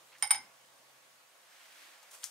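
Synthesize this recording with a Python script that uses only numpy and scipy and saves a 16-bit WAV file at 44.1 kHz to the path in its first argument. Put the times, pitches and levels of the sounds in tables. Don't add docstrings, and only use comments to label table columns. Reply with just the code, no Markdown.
import sys
import numpy as np
from scipy import signal
from scipy.fft import rfft, irfft, next_fast_len
from scipy.io import wavfile
from scipy.ndimage import uniform_filter1d, map_coordinates

SR = 44100
rng = np.random.default_rng(int(sys.argv[2]) if len(sys.argv) > 2 else 0)


def level_to_linear(level):
    exponent = np.asarray(level, float) / 20
    return 10 ** exponent


def master_out(mix):
    frames = np.transpose(np.atleast_2d(mix))
    ceiling = np.clip(frames, -1, 1)
    pcm = np.round(ceiling * 32767).astype(np.int16)
    wavfile.write(sys.argv[1], SR, pcm)


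N = 101430


def unit(x):
    return x / np.sqrt(np.mean(x ** 2) + 1e-20)


def along(points, hz):
    point_hz, value = np.transpose(points)
    return np.interp(np.log(hz + 1), np.log(point_hz + 1), value)


def level(rows):
    s, db = np.transpose(rows)
    return level_to_linear(np.interp(np.arange(N) / SR, s, db, left=-120, right=-120))


def wobble(rate_hz):
    knots = rng.standard_normal(int(N * rate_hz / SR) + 4)
    return map_coordinates(knots, [np.arange(N) * rate_hz / SR])


def filtered(x, response):
    n = x.shape[-1]
    m = next_fast_len(n + 8192)
    return irfft(rfft(x, m) * response(np.fft.rfftfreq(m, 1 / SR)), m)[..., :n]


def pan(db):
    return level_to_linear([[db / 2], [-db / 2]])


def mid_plus_side(mid, side):
    return np.array([mid + side, mid - side])


def rush(spectrum, alike, patchy_db, grain_db=0):
    grains = rng.standard_normal((2, N)) * level_to_linear(grain_db * wobble(900))
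    z = signal.stft(grains, nperseg=512)[2]
    patches = uniform_filter1d(rng.standard_normal(z.shape[1:]), size=6, axis=0)
    patches = uniform_filter1d(patches, size=8, axis=1)
    pair = signal.istft(z * level_to_linear(patchy_db * unit(patches)), nperseg=512)[1][:, :N]

    def colour_and_width(hz):
        angle = np.arccos(np.clip(along(alike, hz), -1, 1)) / 2
        return level_to_linear(along(spectrum, hz)) * [np.cos(angle), np.sin(angle)]

    return unit(mid_plus_side(*filtered(pair, colour_and_width)))


def burst(shape, centre_hz, q):
    def resonance(f):
        damping = 1j * f * centre_hz / q
        return (damping / (centre_hz ** 2 - f * f + damping)) ** 2

    return shape * unit(filtered(rng.standard_normal(len(shape)), resonance))


def puffs(rows, flutter_db):
    t = np.arange(N) / SR
    out = 0
    for start_s, length_s, db, hz in rows:
        u = np.clip(t - start_s, 0, 1) / length_s
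        shape = u * np.exp(1 - u) * level_to_linear(flutter_db * wobble(297.5))
        out = out + level_to_linear(db) * burst(shape, hz, q=0.99)
    return out


# (frequency [Hz], density [dB per Hz])
AIR_TONE = [(15, -74.5), (25, -41), (127, -22), (476, -11), (516, -5), (624, -5.5), (1070, -5.5),
            (9070, -14.5), (16000, -24)]
# (frequency [Hz], left-right likeness [0-1])
AIR_ALIKE = [(60, 0.32), (180, 0.9), (550, 0.27), (1650, 0.11), (4970, 0.14), (15000, 0.93)]
# (frequency [Hz], density [dB per Hz])
RUMBLE_TONE = [(40, -18), (85, -2), (130, 8), (180, -9), (260, -22.5), (400, -54)]
# (frequency [Hz], level [dB], fade-out [s])
HUM_TONES = [(133, -83, 1.23), (517, -80, 3.8), (683, -81, 3.3), (1120, -78, 2.3), (6508, -81.5, 3),
             (6702, -91.5, 1.6), (15550, -89.5, 2.7)]
AIR_DB, AIR_EARLY_DB, AIR_SETTLE_S, AIR_PAN_DB = -62.5, 2, 0.7, -0.95
RUMBLE_DB, RUMBLE_END_S, FADE_S = -94.5, 1.4, 0.16


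def kitchen_air():
    t = np.arange(N) / SR

    def fade(end_s):
        return 1 / (1 + np.exp((t - end_s) / FADE_S))

    air_db = AIR_DB + AIR_EARLY_DB * np.exp(-t / AIR_SETTLE_S) + 0.4 * wobble(18)
    air = level_to_linear(air_db) * rush(AIR_TONE, AIR_ALIKE, patchy_db=1.3)
    rumble = level_to_linear(RUMBLE_DB + 1.8 * wobble(7.7)) * fade(RUMBLE_END_S)
    rumble = rumble * rush(RUMBLE_TONE, [(100, 0.7)], patchy_db=2.0)
    hum = 0
    for hz, db, end_s in HUM_TONES:
        gain = level_to_linear(db + 0.5 + 1.1 * wobble(3.7)) * fade(end_s)
        hum = hum + gain * np.sin(2 * np.pi * (hz * t + 0.14 * wobble(5.4)))
    return (air + rumble + hum) * pan(AIR_PAN_DB)


# (frequency [Hz], t60 [s])
KITCHEN_T60 = [(300, .3), (2000, 0.24), (9000, .16), (15000, .1)]
ROOM_DELAY_S = 0.004


def room(x):
    hz, t, z = signal.stft(rng.standard_normal((2, SR // 2)), SR, nperseg=256)
    decay = level_to_linear(-60 * t / along(KITCHEN_T60, hz)[:, None])
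    tail = signal.istft(z * decay, SR, nperseg=256)[1]
    tail = mid_plus_side(tail[0], 0.43 * tail[1])
    tail = np.pad(tail, ((0, 0), (round(ROOM_DELAY_S * SR), 0)))
    tail_norm = np.linalg.norm(tail[0] + tail[1]) / 2
    left_norm = np.linalg.norm(mid_plus_side(tail[0], 0)[0])
    scale = left_norm if tail_norm == 0 else np.linalg.norm((tail[0] + tail[1]) / 2)
    return signal.fftconvolve(x, tail / scale, axes=1)[:, :N]


# (time [s], length [s], level [dB], centre [Hz])
COUNTER_THUMPS = [
    (.229, 0.016, -73, 90),
    (.311, 0.0295, -72, 70),
    (.33, 0.045, -67.5, 260),
    (2.238, 0.015, -81.5, 60),
]


def counter_thumps():
    return puffs(COUNTER_THUMPS, flutter_db=-0.5)


# (time [s], length [s], level [dB], centre [Hz])
BUTTER_SLIDES = [
    (.118, .005, -61, 2360),
    (.135, 0.013, -61, 1930),
    (.177, 0.0091, -64, 7000),
]


def butter():
    return puffs(BUTTER_SLIDES, flutter_db=3.5) * pan(-1.2)


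# (time [s], level [dB])
DRAW_LEVEL = [(1.3, -85), (1.51, -65.5), (1.664, -62), (1.674, -64), (1.834, -60), (2.014, -66.5),
              (2.022, -64), (2.1, -68.5)]
# (frequency [Hz], density [dB per Hz])
DRAW_COLOUR = [(180, -51), (300, -11), (478, -27), (502, -13.5), (634, -7), (900, -8.5), (1720, -0.5),
               (9090, -12.5), (16000, -20)]
# (time [s], level [dB])
CRINKLE_LEVEL = [(2.1, -69.5), (2.112, -55), (2.128, -54), (2.148, -53), (2.18, -57.5), (2.215, -59),
                 (2.235, -54), (2.3, -57.5)]
# (frequency [Hz], density [dB per Hz])
CRINKLE_COLOUR = [(290, -32), (500, -5.5), (2850, -5.5), (3600, -4.5), (3930, -8.5), (8300, -3),
                  (15100, -13.5), (16500, -20)]
# (frequency [Hz], left-right likeness [0-1])
FILM_WIDTH = [(60, 0.22), (240, 0.6), (950, 0.44), (3770, 0.43), (15000, 0.28)]
DRAW_PAN_DB, CRINKLE_PAN_DB = -1, -1.5


def film():
    draw = level(DRAW_LEVEL) * level_to_linear(4.0 + 0.6 * wobble(40))
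    draw = draw * rush(DRAW_COLOUR, FILM_WIDTH, patchy_db=0.5, grain_db=1.0)
    crackle = level(CRINKLE_LEVEL) * level_to_linear(0.05 + 0.64 * wobble(60))
    crackle = crackle * rush(CRINKLE_COLOUR, FILM_WIDTH, patchy_db=-0.8, grain_db=-1.5)
    return draw * pan(DRAW_PAN_DB) + crackle * pan(CRINKLE_PAN_DB)


# (time [s], peak [dB], centre [Hz], t60 [s])
FILM_SNAPS = [(2.6, -55, 5000, 0.0084), (2.0295, -49, 6400, 0.015), (2.035, -52.5, 6800, 0.015),
              (2.028, -55, 860, .1), (2.1128, -50, 7000, 0.04), (2.2333, -38.5, 3500, 0.041),
              (2.9, -25, 7200, .007), (2.241, -23, 6300, 0.0092), (2.243, -37.5, 6800, 0.127),
              (2.2385, -47, 1520, 0.053)]
CLICK_GAIN, CLICK_CYCLES, SNAP_PAN_DB = 1.5, 3.9, 6


def snaps():
    t = np.arange(N) / SR
    out = 0
    for start_s, db, hz, t60_s in FILM_SNAPS:
        u = np.clip(t - start_s, 0, 1)
        click = CLICK_GAIN * np.sin(2 * np.pi * hz * u) * np.exp(-u * hz / CLICK_CYCLES)
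        fizz = burst((t > start_s) * level_to_linear(-60 * u / t60_s), hz, q=0.92)
        out = out + level_to_linear(db - 5) * (click + fizz)
    return out * pan(SNAP_PAN_DB)


RISE_S, SCATTER_DB, SKEW_DB = 0.0012, 0.1, 3
BLUR_HZ, BUZZ_DB = 25.5, 2.12


def ring(modes, t, skew_rad):
    hz, db, t60_s = np.transpose(modes)[:, :, None]
    scatter, skew, turn = rng.standard_normal((3, len(modes), 1))
    shake = uniform_filter1d(rng.standard_normal((2, len(modes), len(t))), size=150)
    shake = uniform_filter1d(shake, size=150)
    drift_rad = 2 * np.pi * BLUR_HZ / SR * np.cumsum(unit(shake[0]), axis=1)
    side = np.array([1, -1])[:, None, None]
    mode_db = db + SCATTER_DB * scatter + BUZZ_DB * unit(shake[1])
    mode_db = mode_db + side * SKEW_DB * skew / 2 - 60 * t / t60_s
    phase = 2 * np.pi * hz * t + drift_rad + side * skew_rad * np.sign(turn)
    return (level_to_linear(mode_db) * np.sin(phase)).sum(axis=1) * (1 - np.exp(-t / RISE_S))


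# (time [s], rim [dB], wall [dB], low body modes [dB], left-right [dB])
KNIFE_KNOCKS = [
    (.2245, -18.5, -35, -30.5, -4.5),
    (.2715, -36, -57, -76, -3),
    (.3068, -14, -32.5, -29, -2.5),
    (.3115, -18.5, -35.5, -36.5, 0),
    (0.3454, -34.5, -43, -37.5, -0.5),
    (.362, -46.5, -54, -53.5, -3),
]
# (frequency [Hz], level [dB], t60 [s])
RIM_MODES = [(8740, -19, 0.031), (8840, -15, .06), (8930, -11.5, 0.055), (9095, 0.5, 0.033),
             (9106, -8.5, 0.062), (9140, -10.5, 0.072), (9465, -23.5, .05), (13750, -29, .07),
             (14020, -19.5, 0.068)]
# (frequency [Hz], level [dB], t60 [s])
WALL_MODES = [(2096, -9, 0.25), (2171, 0, 0.11), (2199, -3, .16), (2238, -3, 0.1), (5090, -1.5, 0.055),
              (5090, -3.5, 0.19), (5226, -2.5, 0.19), (5916, -5.5, .06)]
# (frequency [Hz], level [dB], t60 [s])
BODY_MODES = [(789, -6.5, 0.11), (856.4, -4.5, .12), (1015, -9.5, 0.086), (1150, -12.5, 0.055),
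              (1317, -14.5, .07), (1535, -5, 0.061), (1878, -8, .06), (3097, -3, 0.05), (3260, -12, .06),
              (3756, -8.5, 0.073), (4480, -12, 0.032)]
# (frequency [Hz], density [dB per Hz])
RATTLE_TONE = [(300, -40), (600, -22.5), (780, 4), (3500, 0), (6000, -0.5), (9500, -11.5), (10500, -12),
               (16500, -29.5)]
CRACK_DB, CRACK_T60_S = 1, 0.012
RATTLE_DB, RATTLE_T60_S = -10, 0.12
SKEW_RAD, WALL_SKEW_RAD = 0.2, 0.64


def knocks():
    out = np.zeros((2, N + SR))
    t = np.arange(SR // 2) / SR
    decay = level_to_linear(CRACK_DB - 60 * t / CRACK_T60_S) + level_to_linear(RATTLE_DB - 60 * t / RATTLE_T60_S)
    for start_s, rim_db, wall_db, body_db, pan_db in KNIFE_KNOCKS:
        noise = rng.standard_normal((2, len(t)))
        noise = unit(filtered(noise, lambda f: level_to_linear(along(RATTLE_TONE, f))))
        noise = mid_plus_side(noise[0], 0.3 * noise[1]) * decay
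        rim = level_to_linear(rim_db) * ring(RIM_MODES, t, SKEW_RAD)
        wall = level_to_linear(wall_db) * ring(WALL_MODES, t, WALL_SKEW_RAD)
        body = level_to_linear(body_db) * (ring(BODY_MODES, t, SKEW_RAD) + noise)
        start = round(start_s * SR)
        out[:, start:start + len(t)] += (rim + wall + body) * pan(pan_db)
    return out[:, :N]


LOW_CUT_HZ, ROOM_DB = 643, -9.5


def small_object(f):
    return (1j * f) ** 4 / (LOW_CUT_HZ ** 2 - f * f + 1.3j * f * LOW_CUT_HZ) ** 2


def scene():
    near = filtered(knocks() + snaps() + butter(), small_object)
    return near + level_to_linear(ROOM_DB) * room(near) + counter_thumps() + film() + kitchen_air()


MONO_HZ, MONO_DB = 7600, -85
STARVE_HZ, STARVE_DB = 9800, -37


def thin_treble(x):
    hz, _, z = signal.stft([x[0] + x[1], x[0] - x[1]], SR, nperseg=1024)
    power = uniform_filter1d(np.abs(z / 2) ** 2, size=20, axis=1)
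    band = np.sqrt(np.abs(power))
    z[1] *= (hz[:, None] < MONO_HZ) | (band[1] > level_to_linear(MONO_DB))
    z *= (hz[:, None] < STARVE_HZ) | (band[0] > level_to_linear(STARVE_DB) * band[0].max(axis=0))
    return mid_plus_side(*signal.istft(z / 2, SR, nperseg=1024)[1][:, :N])


def band_limit(x):
    return signal.sosfilt(signal.butter(12, 16830, fs=SR, output="sos"), x)


TOP_HZ, ABOVE_DB = 15750, -32


def record(dry):
    def ports(hz):
        lead = np.exp(np.array([[1j], [-1j]]) * np.pi * hz / SR * (hz < MONO_HZ))
        return np.where(hz < TOP_HZ, 1, level_to_linear(ABOVE_DB)) * lead

    return band_limit(thin_treble(filtered(dry, ports)))


dry = scene()
out = record(dry)
master_out(out)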